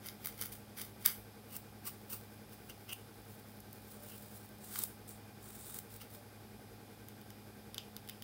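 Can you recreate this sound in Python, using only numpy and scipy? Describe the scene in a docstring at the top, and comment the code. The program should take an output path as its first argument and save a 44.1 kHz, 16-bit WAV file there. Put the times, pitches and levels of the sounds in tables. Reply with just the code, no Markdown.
"""Combing braided hair

A three-tined wooden comb picks and sweeps through braided hair, close by in a small room. Hairs stick
and slip in dense tiny clicks, snags snap and ring the wood, fingers draw out a strand, and the tine
tips tick along the parting. A fan hums and throbs faintly behind, and three soft tones come and go."""
import sys
import numpy as np
from scipy import signal
from scipy.fft import rfft, irfft
from scipy.io import wavfile

SR = 44100
rng = np.random.default_rng(int(sys.argv[2]) if len(sys.argv) > 2 else 0)


def dump_mix(stems):
    """Bounce the given channels to the path in sys.argv[1] as a 16-bit WAV at rate SR."""
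    frames = np.atleast_2d(stems).T  # one column per channel
    limited = np.clip(frames, -1, 1)  # hard clip at full scale
    pcm = np.round(limited * 32767).astype(np.int16)
    wavfile.write(sys.argv[1], SR, pcm)


N = 362943
TIME = np.arange(N) / SR

# Tine tips sweeping through loose hair: peak t/s, rise/s, fall/s, level/dB, wood/dB, rasp/dB
# (in every table, wood and rasp are added to the level)
SWEEPS = [(1.565, 0.038, .009, -45.5, -16, -14), (1.874, 0.014, 0.017, -38.5, -15, -18),
          (2.1, .003, 0.014, -54, -15, -25), (2.13, 0.019, .025, -40.5, -22, -19),
          (2.535, 0.015, 0.012, -54.5, -17, -18), (2.698, .004, 0.0096, -48.5, -2, -3),
          (2.894, 0.0064, 0.018, -53, 1.5, 4), (2.93, 0.01, .005, -44.5, -18, 1.5),
          (4.13, 0.04, 0.024, -62.5, -10, 0), (4.79, 0.069, 0.044, -46.5, -9.5, -28),
          (6.015, 0.01, 0.02, -52, -4, -6)]
# Tone colour of tight hair against the comb: f/Hz, level/dB
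TIGHT_HAIR = [(400, -19.5), (1000, -17.5), (2000, -28.5), (4200, -13.5), (6000, -9), (7300, -9),
              (9000, -3.5), (11300, -3), (12300, -1), (13700, -4), (15500, 1.5), (19000, -11.5)]
# Tone colour of hair between the fingers: f/Hz, level/dB
STRAND_HAIR = [(500, -23), (1300, -3), (2700, -13), (3800, -5.5), (6400, -9), (10400, -1.5), (12500, -3),
               (15500, 5), (19000, -44)]


def undb(db):
    """Turn decibels into a factor to multiply by."""
    return 10 ** (np.asarray(db) / 20)


def unit(x):
    """Scale a signal to an average (rms) size of 1."""
    return x / np.sqrt(np.mean(x ** 2))


def fade(t, t60):
    """A fade that drops 60 dB in t60 seconds."""
    return np.exp(-np.log(1000) * t / t60)


def convolve(x, response):
    """Pass a sound through a response scaled to an energy of 1."""
    return signal.fftconvolve(x, response / np.linalg.norm(response))[:N]


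def colour(x, points, size=1024):
    """Shape a sound's lows and highs along an outline of (Hz, dB) points."""
    hz, db = np.transpose(points)
    grid = np.maximum(np.fft.rfftfreq(size, 1 / SR), 1)
    gain = undb(np.interp(np.log(grid), np.log(hz), db))
    # fold the filter so that it never rings before the sound arrives
    cepstrum = irfft(np.log(gain))
    cepstrum[1:size // 2] *= 2
    cepstrum[size // 2 + 1:] = 0
    return convolve(x, irfft(np.exp(rfft(cepstrum))))


def band(x, hz, width_hz):
    """Keep the part of a sound near one pitch."""
    b, a = signal.iirpeak(hz, hz / width_hz, fs=SR)
    ring = signal.lfilter(b, a, signal.unit_impulse(SR // 20))
    return convolve(x, signal.lfilter(b, a, ring))


def walk(rate_hz):
    """Smooth random wandering, about 1 in size."""
    hz = np.fft.rfftfreq(N, 1 / SR)
    spectrum = rfft(rng.standard_normal(N))
    return unit(irfft(spectrum / (1 + (hz / rate_hz) ** 4), N))


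def swell(s, rise, fall, shape=1.16):
    """The samples that a stroke covers, and how hard it presses during them."""
    near = slice(max(int((s - 5 * rise) * SR), 0), int((s + 5 * fall) * SR))
    from_peak = np.maximum((s - TIME[near]) / rise, (TIME[near] - s) / fall)
    return near, np.exp(-from_peak ** shape)


def room(x, wet_db, t60_s=0.33, build_s=0.0021):
    """Nearby walls add a short wash of echoes."""
    t = TIME[:SR // 2]
    build_up = 1 - np.exp(-(t / build_s) ** 2)
    tail = rng.standard_normal(len(t)) * fade(t, t60_s) * build_up
    return x + undb(wet_db) * convolve(x, tail)


def fan(turn_hz=10.475, flutter_db=-61, air_db=-60.5, hiss_db=-64, waver_db=1.77):
    """A fan: wavering motor tones, a throb and a flutter on every turn, and moving air."""
    # Motor tones: f/Hz, level/dB, throb depth/0-1
    motor_tones = [(104.4, -61, 0), (209.8, -62.5, 0.31), (314.7, -72.5, 0.16), (386.5, -72.5, 0.5),
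                   (429.5, -73.5, 0.33), (462, -75, 0.56), (730.4, -74.5, 0), (785.6, -77, 0),
                   (822, -76.5, 0.36), (1563, -77.5, 0.5), (2436, -80, 0)]
    # Tone colours of the flutter, the low rush of air and the hiss: f/Hz, level/dB
    flutter_colour = [(50, -39), (130, 6), (170, 1.5), (240, 2.5), (330, -2.5), (450, 0.5), (660, -12.5),
                      (840, 2), (950, -14.5), (1550, -11), (1850, -17), (2400, -14), (2800, -26)]
    air_colour = [(22, -56), (36, -15), (50, 3.5), (80, -2), (135, -0.5), (170, -4.5), (240, 0.5),
                  (320, -9.5), (500, -6), (650, -7), (850, -15.5), (1050, -12.5), (2400, -17.5),
                  (3000, -31.5)]
    hiss_colour = [(1000, -13), (2350, -6), (2700, 0.5), (3600, 3.5), (4200, 0), (5100, 4.5), (5700, -3),
                   (7300, -6), (8200, -2.5), (12500, 1), (15800, -2.5)]
    throb = np.sin(2 * np.pi * turn_hz * TIME - 1)
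    hum = 0
    for hz, db, depth in motor_tones:
        phase = 2 * np.pi * (hz * TIME + rng.random()) + 0.16 * walk(4)
        level = np.sqrt(2) * undb(db + waver_db * walk(14))
        hum += level * (1 + depth * throb) * np.sin(phase)
    # noise one turn long, played over and over
    phases = 2 * np.pi * rng.random(round(SR / turn_hz / 2) + 1)
    one_turn = unit(irfft(np.exp(1j * phases)))
    flutter = colour(np.resize(one_turn, N), flutter_colour, size=4096) * (1 + 0.49 * throb)
    air = colour(rng.standard_normal(N), air_colour, size=8192)
    hiss = colour(rng.standard_normal(N), hiss_colour)
    return hum + undb(flutter_db) * flutter + undb(air_db) * air + undb(hiss_db) * hiss


def slips(per_s, spread_db, clump_db, clump_hz):
    """Many hairs stick and slip, making tiny uneven clicks that come in clumps."""
    fired = rng.random(N) < per_s / SR
    size = undb(spread_db * np.minimum(rng.exponential(size=N), 4))
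    direction = rng.choice([-1, 1], N)
    clumps = undb(clump_db * walk(clump_hz))
    return unit(fired * size * direction * clumps)


def wood(force, at_tip=False, tip_hz=3400, db_per_octave=15):
    """The comb, damped by the hand, rings briefly; a push at a tip favours its middle pitches."""
    # Pitches at which the comb rings: f/Hz, time to fade 60 dB/s, level/dB
    comb_rings = [(1370, 0.0058, 5.5), (2110, 0.0073, 4), (3150, 0.0086, 1), (3594, 0.0066, -0.5),
                  (4820, 0.0032, 8.5), (5890, 0.018, -6)]
    t = TIME[:SR // 20]
    ring = 0
    for hz, t60, db in comb_rings:
        loss_db = db_per_octave * abs(np.log2(hz / tip_hz)) if at_tip else 0
        ring += undb(db - loss_db) * np.cos(2 * np.pi * hz * t) * fade(t, t60)
    low_cut = signal.butter(2, 900, "high", fs=SR, output="sos")
    return convolve(signal.sosfilt(low_cut, force), ring)


def strokes(table, friction, hair_colour):
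    """Each stroke swells and dies; its rubbing sounds in the hair and in the wood."""
    in_hair, in_wood = np.zeros(N), np.zeros(N)
    for s, rise, fall, db, wood_db, *_ in table:
        near, pressure = swell(s, rise, fall)
        in_hair[near] += undb(db) * pressure
        in_wood[near] += undb(db + wood_db) * pressure
    return colour(friction * in_hair, hair_colour) + wood(friction * in_wood)


def picks(fall_per_rise=1.5, lag_s=0.028, drag_rise_s=0.014, drag_fall_s=0.03, drag_db=-13.5):
    """The comb digs briefly into tight hair, then drags on more weakly."""
    # Digs of the comb: peak t/s, rise/s, level/dB, wood/dB
    comb_digs = [(.062, 0.023, -52, -1.5), (.26, 0.032, -50, -4.5), (.418, 0.024, -45, -4),
                 (0.526, 0.0052, -43.5, -10), (.785, .012, -44, -3.5), (0.816, 0.0046, -41.5, -5.5),
                 (1.022, 0.011, -52, -6), (1.057, 0.0037, -29, -1.5)]
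    digs, drags = [], []
    for s, rise, db, wood_db in comb_digs:
        digs.append((s, rise, fall_per_rise * rise, db, wood_db))
        drags.append((s + lag_s, drag_rise_s, drag_fall_s, db + drag_db, wood_db))
    friction = slips(per_s=5400, spread_db=3, clump_db=2.5, clump_hz=200)
    return strokes(digs + drags, friction, TIGHT_HAIR)


def snaps(table, creak, creak_s, scrape, scrape_s, at_tip=False):
    """A hair creaks as it tightens, lets go with a click and scrapes on."""
    half = SR // 100
    t = np.arange(-half, half) / SR
    outline = np.where(t < 0, creak * np.exp(-abs(t) / creak_s), scrape * np.exp(-abs(t) / scrape_s))
    in_hair, in_wood = np.zeros(N + 2 * half), np.zeros(N + 2 * half)
    for s, db, wood_db in table:
        push = rng.standard_normal(len(t)) * outline
        push[half] = 1  # the click
        push *= np.sqrt(SR / 1000) / np.linalg.norm(push)  # as much energy as 1 ms at size 1
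        i = int(s * SR)
        in_hair[i - half:i + half] += undb(db) * push
        in_wood[i - half:i + half] += undb(db + wood_db) * push
    return colour(in_hair[:N], TIGHT_HAIR) + wood(in_wood[:N], at_tip)


def snags():
    """Snagged hairs snap free and ring the wood."""
    # The loudest snaps: t/s, level/dB, wood/dB
    snagged_hairs = [(.0613, -42, -8), (.0683, -38, -12), (.0868, -40, 2.5), (.2479, -38.5, -3),
                     (.2585, -29.5, -7), (.2716, -32, -6.5), (.4135, -28, -18), (.4225, -30.5, -7.5),
                     (.4586, -33.5, -18), (.8165, -34, -15), (1.0605, -12.5, -12.5), (1.5661, -33.5, -17),
                     (2.932, -33, -16), (3.6041, -46, -22), (3.7297, -43, -20), (4.7591, -38.5, 2.5),
                     (4.7895, -25, -32), (4.8375, -22, -40), (5.092, -41, -22), (5.7438, -34.5, -22),
                     (5.7886, -31, -16.5)]
    return snaps(snagged_hairs, creak=0.16, creak_s=0.0013, scrape=0.34, scrape_s=0.0012)


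def sweeps(friction):
    """The tips of the tines (the comb's teeth) rub through loose hair."""
    # Tone colour of loose hair: f/Hz, level/dB
    loose_hair = [(500, -35), (1150, 1), (1900, -14.5), (3800, -5.5), (5200, -2.5), (7000, -6), (8100, 0),
                  (9100, 4), (11000, -2), (13000, 3), (15400, 9.5), (19000, -20)]
    return strokes(SWEEPS, friction, loose_hair)


def tine_rasp(friction):
    """Hair dragging across a single tine makes it rasp during a sweep."""
    force = np.zeros(N)
    for s, rise, fall, db, _, rasp_db in SWEEPS:
        near, pressure = swell(s, rise, fall)
        force[near] += undb(db + rasp_db) * pressure
    return band(friction * force, hz=2870, width_hz=570)


def grip(start, end, closing_share=0.12, release_s=0.021):
    """Fingers close on the hair, hold it and quickly let go."""
    closing = np.clip((TIME - start) / (closing_share * (end - start)), 0, 1)
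    return closing * np.exp(-np.maximum(TIME - end, 0) / release_s)


def sorting(start_s=1.7, end_s=4.9, rustle_db=-69, stray_db=-72):
    """Fingers sort the hair with a faint rustle, and stray hairs snap at random."""
    rustle = undb(rustle_db) * slips(per_s=9000, spread_db=2.5, clump_db=5, clump_hz=7.1)
    strays = undb(stray_db) * slips(per_s=25, spread_db=1, clump_db=-0.5, clump_hz=9)
    return colour(grip(start_s, end_s) * (rustle + strays), STRAND_HAIR)


def strand(rasp_db=-16, taut_db=-50, uneven_db=1.5):
    """A strand slides between the fingers: fine crackle, silky hiss, and a rasp when pulled taut."""
    # Pulls: start t/s, let go t/s, end level/dB, growth along the pull/dB, hiss relative to level/dB
    finger_pulls = [(3.853, 4.44, -60.5, -2.5, -10), (4.59, 4.834, -44.5, 18, -4),
                    (5.072, 5.14, -60.5, -4, -1.5), (5.397, 5.763, -50, 12.5, -3.5),
                    (5.888, 5.97, -59.5, -0.5, -10), (6.096, 6.16, -55, 3.5, -18)]
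    pull, sliding = np.zeros(N), np.zeros(N)
    for start, end, db, growth_db, silk_db in finger_pulls:
        tension = grip(start, end) * undb(np.interp(TIME, [start, end], [db - growth_db, db]))
        pull += tension
        sliding += undb(silk_db) * tension
    crackle = colour(slips(per_s=14000, spread_db=4, clump_db=4, clump_hz=90), STRAND_HAIR)
    silk = band(rng.standard_normal(N), hz=8600, width_hz=2900)
    tautness = np.minimum(pull / undb(taut_db), 1)
    rasp = undb(rasp_db) * tautness * band(rng.standard_normal(N), hz=3710, width_hz=300)
    return (pull * (crackle + rasp) + sliding * silk) * undb(uneven_db * walk(18))


def soft_tones():
    """Three faint, slightly unsteady tones swell and fade."""
    # Background tones: peak t/s, half length/s, f/Hz, level/dB
    faint_tones = [(4.037, 0.071, 596, -62), (4.243, 0.12, 598, -68), (6.19, 0.028, 578, -61)]
    wavering_time = np.cumsum(1 + 0.01164 * walk(7.5)) / SR
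    tones = 0
    for s, half, hz, db in faint_tones:
        level = np.sqrt(2) * undb(db) * np.exp(-((TIME - s) / half) ** 2)
        tones += level * np.sin(2 * np.pi * hz * wavering_time)
    return tones


def ticks(linger_t60_s=0.28):
    """A tine tip flicks free with a dry tick, and its ringing lingers in the room."""
    # Tips flicking over the parting: t/s, level/dB, wood/dB
    flicks = [(7.0856, -42.5, -5), (7.2146, -50, -6), (7.3044, -45, -2), (7.745, -39.5, 0.5),
              (7.7813, -40.5, 10), (7.966, -38, -4), (8.0769, -47, -6), (8.089, -39.5, -2.5),
              (8.0966, -37.5, 2), (8.2233, -41, -2.5)]
    # Rings of a flicked tine: f/Hz, width/Hz, level relative to the knock in the wood/dB
    tine_rings = [(2950, 1000, 6), (4900, 800, 3)]
    clicks = snaps(flicks, creak=0.18, creak_s=0.00055, scrape=0.092, scrape_s=0.0018, at_tip=True)
    knocks = np.zeros(N)
    for s, db, wood_db in flicks:
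        knocks[int(s * SR)] = undb(db + wood_db)
    rings = sum(undb(db) * band(knocks, hz, width_hz) for hz, width_hz, db in tine_rings)
    t = TIME[:SR // 3]
    tail = rng.standard_normal(len(t)) * fade(t, linger_t60_s)
    return room(clicks, wet_db=-14) + convolve(rings, tail)


def scene():
    """Comb and fingers in the room, over the fan and the soft tones; one channel."""
    friction = slips(per_s=14000, spread_db=4, clump_db=1.5, clump_hz=199)
    hair = room(snags() + picks() + sweeps(friction) + strand() + sorting(), wet_db=-10.5)
    rasp = room(tine_rasp(friction), wet_db=-11)
    return (hair + rasp + ticks() + fan() + soft_tones())[None]


def record(dry, top_hz=15750):
    """Cut off the very highest treble."""
    return signal.sosfilt(signal.ellip(10, 0.2, 70, top_hz, fs=SR, output="sos"), dry)


dry = scene()
out = record(dry)
dump_mix(out)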